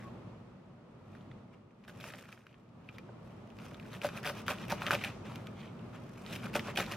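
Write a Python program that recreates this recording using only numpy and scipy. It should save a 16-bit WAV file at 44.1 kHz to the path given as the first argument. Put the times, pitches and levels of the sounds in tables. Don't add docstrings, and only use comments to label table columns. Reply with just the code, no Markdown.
import sys
import numpy as np
from scipy import signal
from scipy.fft import rfft, irfft, next_fast_len
from scipy.io import wavfile
from scipy.ndimage import uniform_filter1d, map_coordinates

SR = 44100
rng = np.random.default_rng(int(sys.argv[2]) if len(sys.argv) > 2 else 0)


def unload_wav(signal):
    wavfile.write(
        sys.argv[1],
        SR,
        np.round(np.clip(np.atleast_2d(signal).T, -1, 1) * 32767).astype(np.int16),
    )


N = 306936

# time_s, level_db
HUM_LEVEL = [(0.0, -48), (0.3, -50), (0.5, -54.5), (0.85, -56.5), (1.27, -52), (1.75, -60.5), (2.0, -52.5),
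             (2.48, -62), (3.0, -52.5), (3.5, -51.5), (4.1, -48.5), (4.8, -46), (5.3, -47), (6.15, -50),
             (6.5, -45.5), (6.96, -45)]
# frequency_hz, density_db (per Hz)
DRONE_SPECTRUM = [(25, -58), (33, -42), (46, -12), (60, -13), (78, -20.5), (98, -2), (125, -4), (160, -4),
                  (200, -3), (245, -4), (285, -19), (350, -18.5), (430, -21), (650, -16), (1100, -120)]
# frequency_hz, density_db (per Hz)
AIR_SPECTRUM = [(150, -4.5), (330, 7.5), (600, 0), (1250, -2.5), (1600, -11), (2700, -14), (4000, -21.5),
                (8000, -32), (15000, -46)]
# frequency_hz, correlation (0 to 1)
HUM_LIKENESS = [(130, 1), (220, 0.97), (330, 0.42), (600, 0.64), (1400, 0.46), (3100, 0.0031), (6800, 0)]
# frequency_hz, t60_s
KITCHEN_DECAY = [(150, 0.2), (600, 0.29), (2500, 0.048), (6000, 1), (14000, 0.33)]
# frequency_hz, side_db
SCATTER_SPREAD = [(100, -17), (200, -19), (380, -20), (700, -35), (1300, -32), (2400, -13), (4400, -5),
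                  (8000, 3), (15000, 0)]
# frequency_hz, density_db (per Hz)
LEAF_SPECTRUM = [(200, -15.5), (550, 13.5), (900, 2.5), (1400, 8.5), (1900, -2.5), (2500, 6), (3300, -1),
                 (4300, -5), (5600, -4.5), (7500, -11), (12500, -12.5), (15500, -23)]
# frequency_hz, density_db (per Hz)
SKIN_SPECTRUM = [(250, -15), (600, 5.5), (1300, 9), (1900, 0.5), (2600, 5.5), (3500, -4), (4400, -8),
                 (5700, -9.5), (8000, -16), (15000, -27.5)]
# frequency_hz, density_db (per Hz)
STALK_SPECTRUM = [(100, -5), (220, 6), (400, 5.5), (580, 4.5), (900, -9), (1350, -0.5), (1950, 1),
                  (2500, 3.5), (3300, -0.5), (4300, -6.5), (5600, -7), (7500, -14.5), (12500, -12.5),
                  (15500, -22)]
# frequency_hz, density_db (per Hz)
CRACK_SPECTRUM = [(300, -31), (1200, -38), (2500, 22.5), (3500, 5), (6000, 5), (8000, -19.5), (12500, -2.5),
                  (15500, -12)]
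# frequency_hz, density_db (per Hz)
COUNTER_SPECTRUM = [(30, -29), (60, -3), (150, -12), (300, -4.5), (450, 1.5), (700, -21), (1500, -66)]
# frequency_hz, level_db, t60_s
BOARD_MODES = [(534, -9, 0.061), (585, 0.5, 0.077), (770, -2, 0.029), (914, -7.5, 0.046),
               (1000, -4.5, 0.02), (1228, -13, 0.083), (1522, -5, 0.036), (1823, -28, 0.05),
               (3030, -33, 0.055)]
# frequency_hz, t60_s, level_db
BLADE_MODES = [(1248, 0.1, -11.5), (1520, 0.006, 6), (1925, 0.03, -9.5), (2405, 0.027, 0.5),
               (2470, .01, 1.5), (2724, 0.016, -8), (3140, 0.0031, 4.5), (3780, 0.0044, 0.5),
               (4980, 0.018, -18.5), (5560, 0.0028, -13)]
# fullest_s, rise_s, fall_s, level_db,
# crispness_db (popping relative to the rustle)
HANDLINGS = [(0.01, 0.062, 0.18, -63.5, 5), (1.16, 0.24, 0.2, -70, 3), (2.075, 0.2, 0.25, -52, -4),
             (2.22, 0.13, 0.43, -61, 0.5), (2.95, 0.23, 0.16, -67.5, 2), (3.27, 0.11, 0.42, -68.5, -7),
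             (3.66, 0.18, 0.18, -56.5, -9), (3.94, 0.35, 0.15, -58, 1), (5.31, 0.094, 0.52, -59.5, 3.5),
             (5.63, 0.24, 0.27, -77, 10), (6.16, 0.76, 0.83, -63, -6), (6.335, 0.2, 0.068, -49.5, -3),
             (6.455, 0.093, 0.067, -48, 4)]
# start_s, length_s, level_db, crackle_pitch_hz
RUBS = [(1.522, 0.033, -66, 2200), (2.467, 0.061, -72, 2740), (2.937, 0.038, -63, 2900),
        (3.563, 0.15, -66, 2500), (5.002, 0.03, -47, 2400), (5.057, 0.075, -52, 2410),
        (5.241, 0.048, -54.5, 2400), (5.275, 0.074, -53.5, 1150), (5.549, 0.16, -56, 2700),
        (5.921, 0.07, -55, 1640), (6.257, 0.067, -55, 3560), (6.302, 0.052, -54, 2720),
        (6.668, 0.059, -48.5, 2300)]
# time_s, knock_db, low_thump_db (relative to the knock)
TAPS = [(2.138, -45.5, -16), (3.090, -43.5, -10), (3.718, -46, -14), (4.281, -35, -24), (6.682, -32.5, -16)]
# start_s, peak_db, pitch_hz, cycles (to the fullest swing), sharpness_db
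SNAPS = [(1.151, -43.5, 1700, 1.25, -34), (1.2096, -50, 3300, 1.1, -31), (1.314, -44.5, 2000, 2.2, -34),
         (1.3146, -52, 3530, 2.9, -36), (1.708, -57, 2400, 1.2, -26), (1.839, -46, 2450, 1, -27),
         (1.850, -45, 2000, 0.58, -29), (1.8827, -39.5, 1610, 1.2, -24), (1.8953, -41, 1520, 1.3, -19),
         (1.95, -49, 2000, 1, -16), (2.029, -46, 2780, 0.8, -18), (2.041, -30, 1550, 0.62, -18),
         (2.0625, -39, 1990, .7, -22), (2.0755, -41, 1800, 0.52, -24), (2.0868, -36, 2500, 1, -15),
         (2.103, -34.5, 1700, 0.74, -17), (2.137, -32.5, 1700, 0.95, -22), (2.1478, -36, 1640, 0.99, -27),
         (2.1873, -38.5, 1820, 0.94, -23), (2.238, -44, 1890, 1.6, -28), (2.255, -43, 1900, 0.96, -22),
         (2.29, -40, 1430, 1.16, -18), (2.3265, -42, 2620, 1.03, -9.5), (2.376, -43, 1500, 0.61, -29),
         (2.4673, -40, 1490, 0.86, -20.5), (2.407, -53, 2000, .9, -24), (2.528, -50, 2600, 0.99, -30),
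         (2.543, -46.5, 2420, 1, -32), (2.598, -56, 2600, 1, -24), (2.690, -57, 2600, 0.87, -24),
         (2.8892, -34, 2470, 2.25, -27), (2.9837, -33.5, 2000, 0.94, -17.5), (3.475, -51, 2600, 1.1, -16),
         (3.503, -45, 2600, 1, -20), (3.5877, -38, 2000, 0.7, -17.5), (3.6, -43, 2400, 1.4, -24),
         (3.617, -48, 2400, 0.63, -11), (3.713, -42.5, 2200, 0.78, -24), (3.6642, -40.5, 1200, 1.2, -15),
         (3.7448, -34.5, 3200, 0.75, -23), (3.7984, -39, 2530, 1.4, -14), (3.828, -45, 2500, 0.67, -20),
         (3.854, -43, 1460, 1.3, -26), (3.950, -34.5, 2450, 1, -23), (4.0166, -27.5, 2550, 1.2, -20),
         (4.045, -31.5, 1390, 1.1, -9.5), (4.089, -27.5, 1400, 0.6, -17.5), (4.175, -33, 2450, 1.4, -13),
         (4.2392, -31, 1750, .9, -17), (4.247, -27, 1740, 1.14, -27), (4.2544, -24, 1790, 0.9, -20),
         (4.2628, -27, 2350, 1.5, -13), (4.2733, -25, 1460, 1.04, -15.5), (4.2872, -34, 1480, 0.61, -17),
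         (4.4734, -35, 2600, 0.97, -25), (4.4811, -19.5, 1440, 1.5, -14.5), (4.4934, -29, 1280, 2.1, -24),
         (4.5046, -21.5, 2550, 1.9, -16), (4.5095, -28, 1540, 1.7, -16), (4.585, -36, 2600, 1.1, -20),
         (4.640, -35.5, 1400, 1.2, -25), (4.692, -35, 2300, .8, -21), (4.6977, -34, 1280, 1.1, -13),
         (4.7134, -26, 1280, 1.1, -25), (4.7207, -27, 1430, 1.72, -6.5), (4.82, -21, 1360, 0.9, -22),
         (4.8658, -17, 2680, 0.77, -23), (4.871, -24, 2000, 0.87, -19), (4.8825, -20.5, 1470, 1.05, -24),
         (4.9075, -11.5, 1390, 1.16, -31), (4.9306, -22, 1310, 1.7, -17), (4.938, -29, 1250, 2, -22),
         (4.951, -20, 2460, 1.1, -14), (5.039, -22, 2300, 1.7, -21), (5.0469, -20, 2510, 1.05, -27),
         (5.358, -32, 2490, 0.55, -10), (5.470, -32, 2900, 0.91, -19), (5.793, -44.5, 2900, 1.5, -22),
         (6.2633, -32.5, 3740, 1.2, -25), (6.3585, -34, 2500, 1.1, -13), (6.388, -40, 2200, 0.62, -18),
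         (6.498, -40, 1800, 1.1, -24), (6.5396, -31, 2200, 1.3, -12), (6.554, -21.5, 1680, 0.94, -15),
         (6.569, -28, 1000, 0.68, -21), (6.5947, -22, 2220, 1.03, -21), (6.76, -30, 3080, 0.92, -9.5),
         (6.7738, -15, 2850, 1.12, -30), (6.7762, -20, 2880, 0.98, -26), (6.781, -33, 1090, 0.76, -24),
         (6.7995, -20.5, 2330, 1.9, -20), (6.8018, -22, 1100, 0.8, -21), (6.864, -32, 2840, 0.59, -12),
         (6.881, -36, 1100, 0.56, -13), (6.9152, -29, 2410, 1.4, -22), (6.9209, -30, 1160, 1.3, -8.5),
         (6.9361, -29, 1900, 1.23, -23)]
# start_s, length_s, level_db, fizz_db (relative to the level)
NICKS = [(1.878, 0.016, -54.5, -2.5), (2, 0.0076, -52, 1), (2.057, 0.034, -58, 5.5),
         (2.182, 0.014, -55.5, 1.5), (2.32, 0.0043, -55.5, 1), (3.926, 0.042, -54.5, 0.5),
         (4.163, 0.0056, -45.5, 1.5), (4.864, 0.016, -44, -2), (5.037, 0.0052, -38.5, 1),
         (6.324, 0.041, -52, 7.5), (6.914, 0.0081, -45.5, 6.5)]
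# landing_s, cutting_before_s, cutting_after_s, crunch_db, crunch_pitch_hz,
# fizz_db (relative to the crunch), knock_db, low_thump_db (relative to the knock), drag_out_db
CHOPS = [(4.046, 0.013, 0.018, -43, 1500, 2, -22, -33, -49),
         (4.262, 0.016, 0.035, -42, 1840, 2.5, -32.5, -25, -49),
         (4.507, 0.026, 0.008, -40.5, 1670, 2.5, -36, -11, -50),
         (4.722, 0.024, 0.0032, -39.5, 1290, 1.5, -35.5, 6.5, -44.5),
         (4.936, 0.029, 0.0081, -35.5, 1300, 0, -28, -6, -48),
         (6.554, 0.0051, 0.011, -38, 1200, 3.5, -21.5, -15, -49.5),
         (6.802, 0.032, 0.012, -37.5, 2900, 2.5, -30, -27, -46)]

TOP_HZ = 15900
RUSTLE_RANGE_DB = 23
STIR_DB, STIR_RISE_S, STIR_FALL_S = -11, 0.058, 0.27
DRAG_DELAY_S, DRAG_LENGTH_S = 0.12, 0.11
BITE_S, BITE_DB = 0.017, -10.5
NICK_HZ = 2390
BOARD_FAR_DB, BOARD_NEAR_DB, BOARD_NEAR_S = -2.5, -16.5, 0.074
SPLINTER_LEAD_S, SPLINTER_SPAN_S, SPLINTER_DB, SPLINTER_SPREAD = 0.002, 0.008, -11, 0.35


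def amp(db):
    return 10 ** (np.asarray(db) / 20)


def unit(x):
    return x / np.sqrt(np.mean(x ** 2) + 1e-20)


def along(points, hz):
    f, v = np.transpose(points)
    return np.interp(np.log(hz + 1), np.log(f + 1), v)


def add(track, s, sound):
    part = track[max(round(s * SR), 0):][:len(sound)]
    part += sound[:len(part)]


def filtered(x, response):
    m = next_fast_len(N + SR // 2)
    return irfft(rfft(x, m) * response(np.fft.rfftfreq(m, 1 / SR)), m)[..., :N]


def through(x, impulse):
    return signal.fftconvolve(x, impulse)[:N]


def click(spectrum, size=2048):
    cepstrum = irfft(np.log(amp(along(spectrum, np.fft.rfftfreq(size, 1 / SR)))))
    cepstrum[1:size // 2] *= 2
    cepstrum[size // 2 + 1:] = 0
    pulse = irfft(np.exp(rfft(cepstrum)))
    return pulse / np.linalg.norm(pulse)


def wobble(rate):
    knots = rng.standard_normal(int(N * rate / SR) + 4)
    return map_coordinates(knots, [np.arange(N) * rate / SR])


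def rush(spectrum):
    def mid_side(hz):
        angle = np.arccos(np.clip(along(HUM_LIKENESS, hz), -1, 1)) / 2
        return amp(along(spectrum, hz)) * [np.cos(angle), np.sin(angle)]

    mid, side = filtered(rng.standard_normal((2, N)), mid_side)
    return unit(np.array([mid + side, mid - side]))


def hum(drone_db=0.0, air_db=-5, air_growth=0.95, mains_hz=120, mains_db=-9, waver_db=0.7):
    t = np.arange(N) / SR
    level = np.interp(t, *np.transpose(HUM_LEVEL))
    change = level - level.mean() + waver_db * wobble(13.0)
    mains = np.sqrt(2) * np.sin(2 * np.pi * mains_hz * t)
    drone = amp(change + drone_db) * (rush(DRONE_SPECTRUM) + amp(mains_db) * mains)
    air = amp(air_growth * change + air_db) * rush(AIR_SPECTRUM)
    return amp(level.mean()) * (drone + air)


def kitchen(x):
    hz, t, z = signal.stft(rng.standard_normal((2, SR // 2)), SR, nperseg=256)
    decay = amp(-60 * t / along(KITCHEN_DECAY, hz)[:, None])
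    tails = signal.istft(z * decay, SR, nperseg=256)[1]
    return np.array([through(x, tail / np.linalg.norm(tail)) for tail in tails])


def near_echoes(x, t60=0.0062, side_db=-1, count=4):
    t = np.arange(SR // 20) / SR
    scatters = rng.standard_normal((count, len(t))) * amp(-60 * t / t60)
    spots = np.array([wobble(60) for _ in scatters])
    spots /= np.linalg.norm(spots, axis=0)
    scattered = sum(through(x * spot, scatter / np.linalg.norm(scatter))
                    for spot, scatter in zip(spots, scatters))
    side = filtered(scattered, lambda hz: amp(along(SCATTER_SPREAD, hz) + side_db))
    return np.array([x + side, x - side])


def squeak(start=0.028, length=0.079, from_hz=1120, to_hz=1085, db=-52, waver=0.014):
    size, track = round(length * SR), np.zeros(N)
    hz = np.linspace(from_hz, to_hz, size) * (1 + waver * wobble(150)[:size])
    tone = np.sin(2 * np.pi * np.cumsum(hz) / SR)
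    add(track, start, amp(db) * np.sin(np.linspace(0, np.pi, size)) * tone)
    return track


def fractures(rate, scatter_db, clump_db, clump_rate=170):
    breaks = rng.random(N) < rate / SR
    scatter = scatter_db * np.clip(rng.standard_normal(N), -2, 2)
    clumps = clump_db * np.clip(wobble(clump_rate), -2, 2)
    return unit(breaks * amp(scatter + clumps) * rng.choice([-1, 1], N))


def swing(hz, cycles, size=384):
    turns = hz * np.arange(size) / SR
    u = turns / cycles
    return (u * np.exp(1 - u)) ** 2 * np.sin(2 * np.pi * turns)


def veins(size, hz, rate, spread=0.29, scatter_db=5.5, cycles=1.6):
    at = np.flatnonzero(rng.random(size) < rate / SR)[:, None]
    tone, strength = np.clip(rng.standard_normal((2, size)), -2, 2)[:, at]
    grains = amp(scatter_db * strength) * swing(hz * np.exp(spread * tone), cycles)
    positions = at + np.arange(grains.shape[1])
    return unit(np.bincount(positions.ravel(), grains.ravel(), size)[:size])


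def modal_ring(modes, vary_db, t):
    ring = np.zeros(len(t))
    for k, (hz, db, t60) in enumerate(modes):
        decay = amp(db + vary_db * rng.standard_normal() - 60 * t / t60)
        ring += (-1) ** k * decay * np.sin(2 * np.pi * hz * t)
    return ring


def board_ring(vary_db=2, attack=0.00034):
    t = np.arange(SR // 4) / SR
    return modal_ring(BOARD_MODES, vary_db, t) * (1 - np.exp(-t / attack))


def blade_ring(vary_db=-1.0):
    t = np.arange(SR // 40) / SR
    ring = modal_ring([(hz, db, t60) for hz, t60, db in BLADE_MODES], vary_db, t)
    return ring / np.linalg.norm(ring)


def pops(rate, scatter_db=4, count=8):
    return unit(sum(through(fractures(rate / count, scatter_db, clump_db=3.5), blade_ring())
                    for _ in range(count)))


def rustle_swell(rows):
    t = np.arange(N) / SR
    power = np.zeros(N)
    for s, rise, fall, db in rows:
        power += amp(db - RUSTLE_RANGE_DB * np.maximum((s - t) / rise, (t - s) / fall)) ** 2
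    return np.sqrt(power)


def leaves(level_db=-0.74, pop_db=-6.5, vein_db=-2, stir_db=0.0):
    hand = rustle_swell([row[:-1] for row in HANDLINGS])
    crisp = rustle_swell([(s, rise, fall, db + crisp_db) for s, rise, fall, db, crisp_db in HANDLINGS])
    stir = rustle_swell([(s, STIR_RISE_S, STIR_FALL_S, crunch_db + STIR_DB)
                         for s, _, _, crunch_db, *_ in CHOPS])
    creasing = through(fractures(rate=2600, scatter_db=0.5, clump_db=3.0), click(LEAF_SPECTRUM))
    settling = through(fractures(rate=4100, scatter_db=4.0, clump_db=-2.0), click(SKIN_SPECTRUM))
    ticks = amp(pop_db) * pops(rate=300, scatter_db=3.3)
    ticks += amp(vein_db) * veins(N, 1920, rate=190, scatter_db=3.5, cycles=0.83)
    return amp(level_db) * (hand * creasing + amp(stir_db) * stir * settling + np.hypot(crisp, stir) * ticks)


def rubs(level_db=-2.0, pop_db=-5, vein_db=-1, hiss_db=-7, board_db=-10):
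    fingers, creasing, blade = np.zeros((3, N))

    def arch(length):
        return np.sin(np.linspace(0, np.pi, round(length * SR)))

    for s, length, db, hz in RUBS:
        pressure = amp(db) * arch(length)
        add(fingers, s, pressure)
        add(creasing, s, pressure * veins(SR // 2, hz, rate=2200, spread=0.19)[:len(pressure)])
    for s, *_, drag_db in CHOPS:
        add(blade, s + DRAG_DELAY_S - DRAG_LENGTH_S / 2, amp(drag_db) * arch(DRAG_LENGTH_S))
    crackle = through(fractures(rate=6200, scatter_db=1.5, clump_db=2.0), click(SKIN_SPECTRUM))
    hiss = through(fractures(rate=6000, scatter_db=0.5, clump_db=5), click(STALK_SPECTRUM))
    wood = unit(through(rng.standard_normal(N), board_ring()))
    steel = amp(pop_db) * pops(rate=520) + amp(hiss_db) * hiss + amp(board_db) * wood
    return amp(level_db) * ((fingers + blade) * crackle + amp(vein_db) * creasing + blade * steel)


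def knocks(level_db=0, thump_hz=185, thump_t60=0.13, thump_db=-5, thud_db=-20, thud_t60=0.19):
    track, push = np.zeros((2, N))
    for s, db, low_db in TAPS + [(s, knock_db, low_db) for s, *_, knock_db, low_db, _ in CHOPS]:
        ring = board_ring()
        t = np.arange(len(ring)) / SR
        thump = amp(low_db + thump_db - 60 * t / thump_t60) * np.sin(2 * np.pi * thump_hz * t)
        add(track, s, amp(db + level_db) * (ring / np.abs(ring).max() + thump))
        add(push, s, amp(db + thud_db - 60 * t / thud_t60) * (1 + amp(low_db)))
    return track + through(push * rng.standard_normal(N), click(COUNTER_SPECTRUM))


def snaps(crack_db=9.0, crack_t60=0.0053, level_db=-4.0, ring_db=-16, tear_db=-17, tear_t60=0.052, count=4):
    track, crack = np.zeros(N), click(CRACK_SPECTRUM)
    t = np.arange(len(crack)) / SR

    def burst(t60):
        return rng.standard_normal(len(t)) * amp(-60 * t / t60)

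    for s, db, hz, cycles, sharp_db in SNAPS:
        fibres, ring = burst(crack_t60), blade_ring()
        split = signal.fftconvolve(crack / np.abs(crack).max(), fibres / np.linalg.norm(fibres))
        tear = signal.fftconvolve(ring, burst(tear_t60))
        fullest = s + cycles / hz
        add(track, s, amp(db + level_db) * swing(hz, cycles, size=len(t)))
        add(track, s, amp(db + sharp_db + crack_db) * split)
        add(track, fullest, amp(db + ring_db) * ring / np.abs(ring).max())
        add(track, fullest, amp(db + tear_db) * tear / np.abs(tear).max())
        for k, (when, tone, strength) in enumerate(rng.random((count, 3))):
            splinter = swing(hz * np.exp(SPLINTER_SPREAD * (4 * tone - 1.5)), cycles=0.5)
            start = s - SPLINTER_LEAD_S + SPLINTER_SPAN_S * (k + when) / count
            add(track, start, amp(db + level_db + SPLINTER_DB) * (0.5 + strength) * splinter)
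    return track


def crunch(length, db, rise=0.0005, release=0.016):
    t = np.arange(SR // 4) / SR
    return amp(db) * (1 - np.exp(-t / rise)) * np.exp(-np.maximum(t - length, 0) / release)


def stalk_surges(t, count=64, gap_s=0.008, sag_db=9):
    meets = np.concatenate([[0], np.cumsum(gap_s * rng.uniform(0.5, 1.5, count))])
    since_meeting = np.interp(t, meets, np.arange(count + 1)) % 1
    return unit(amp(-sag_db * since_meeting))


def cuts(level_db=-3.5, pop_db=-5, vein_db=-1.5, board_gain_db=2.5):
    t = np.arange(SR // 4) / SR
    effort, juice, snapping, wood = np.zeros((4, N))
    strokes = [(s - before, before + after, db, fizz_db, hz, np.exp(-np.abs(t - before) / BOARD_NEAR_S))
               for s, before, after, db, hz, fizz_db, *_ in CHOPS]
    bites = [(s - BITE_S, BITE_S / 2, db + BITE_DB, fizz_db, hz, 0) for s, _, db, fizz_db, hz, _ in strokes]
    nicks = [(*nick, NICK_HZ, 0) for nick in NICKS]
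    for s, length, db, fizz_db, hz, nearness in strokes + bites + nicks:
        stroke = crunch(length, db + level_db) * stalk_surges(t)
        add(effort, s, stroke)
        add(juice, s, amp(fizz_db) * stroke)
        add(snapping, s, stroke * veins(len(t), hz, rate=390, scatter_db=4.5, cycles=1.0))
        ring = board_ring()
        coupling = amp(board_gain_db) * (amp(BOARD_FAR_DB) + amp(BOARD_NEAR_DB) * nearness)
        shaking = coupling * stroke * rng.standard_normal(len(t))
        add(wood, s, signal.fftconvolve(shaking, ring / np.linalg.norm(ring)))
    fizz = through(fractures(rate=5000, scatter_db=0.0, clump_db=1.5), click(STALK_SPECTRUM))
    return juice * fizz + amp(pop_db) * effort * pops(rate=290) + amp(vein_db) * snapping + wood


def shifting(x, depth_db=2.0, size=512):
    z = signal.stft(x, nperseg=size)[2]
    across_hz = uniform_filter1d(rng.standard_normal(z.shape), size=4, axis=0)
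    field = unit(uniform_filter1d(across_hz, size=7, axis=1))
    gain = unit(amp(depth_db * np.clip(field, -2, 2)))
    return signal.istft(z * gain, nperseg=size)[1][:N]


def scene():
    work = shifting(leaves() + rubs() + cuts()) + squeak() + snaps() + knocks()
    return near_echoes(work) + amp(-12.5) * kitchen(work) + hum()


def record(dry, low_cut_hz=32):
    return filtered(dry, lambda hz: (hz < TOP_HZ) * (1 - 1 / (1 + (hz / low_cut_hz) ** 10)))


dry = scene()
out = record(dry)
unload_wav(out)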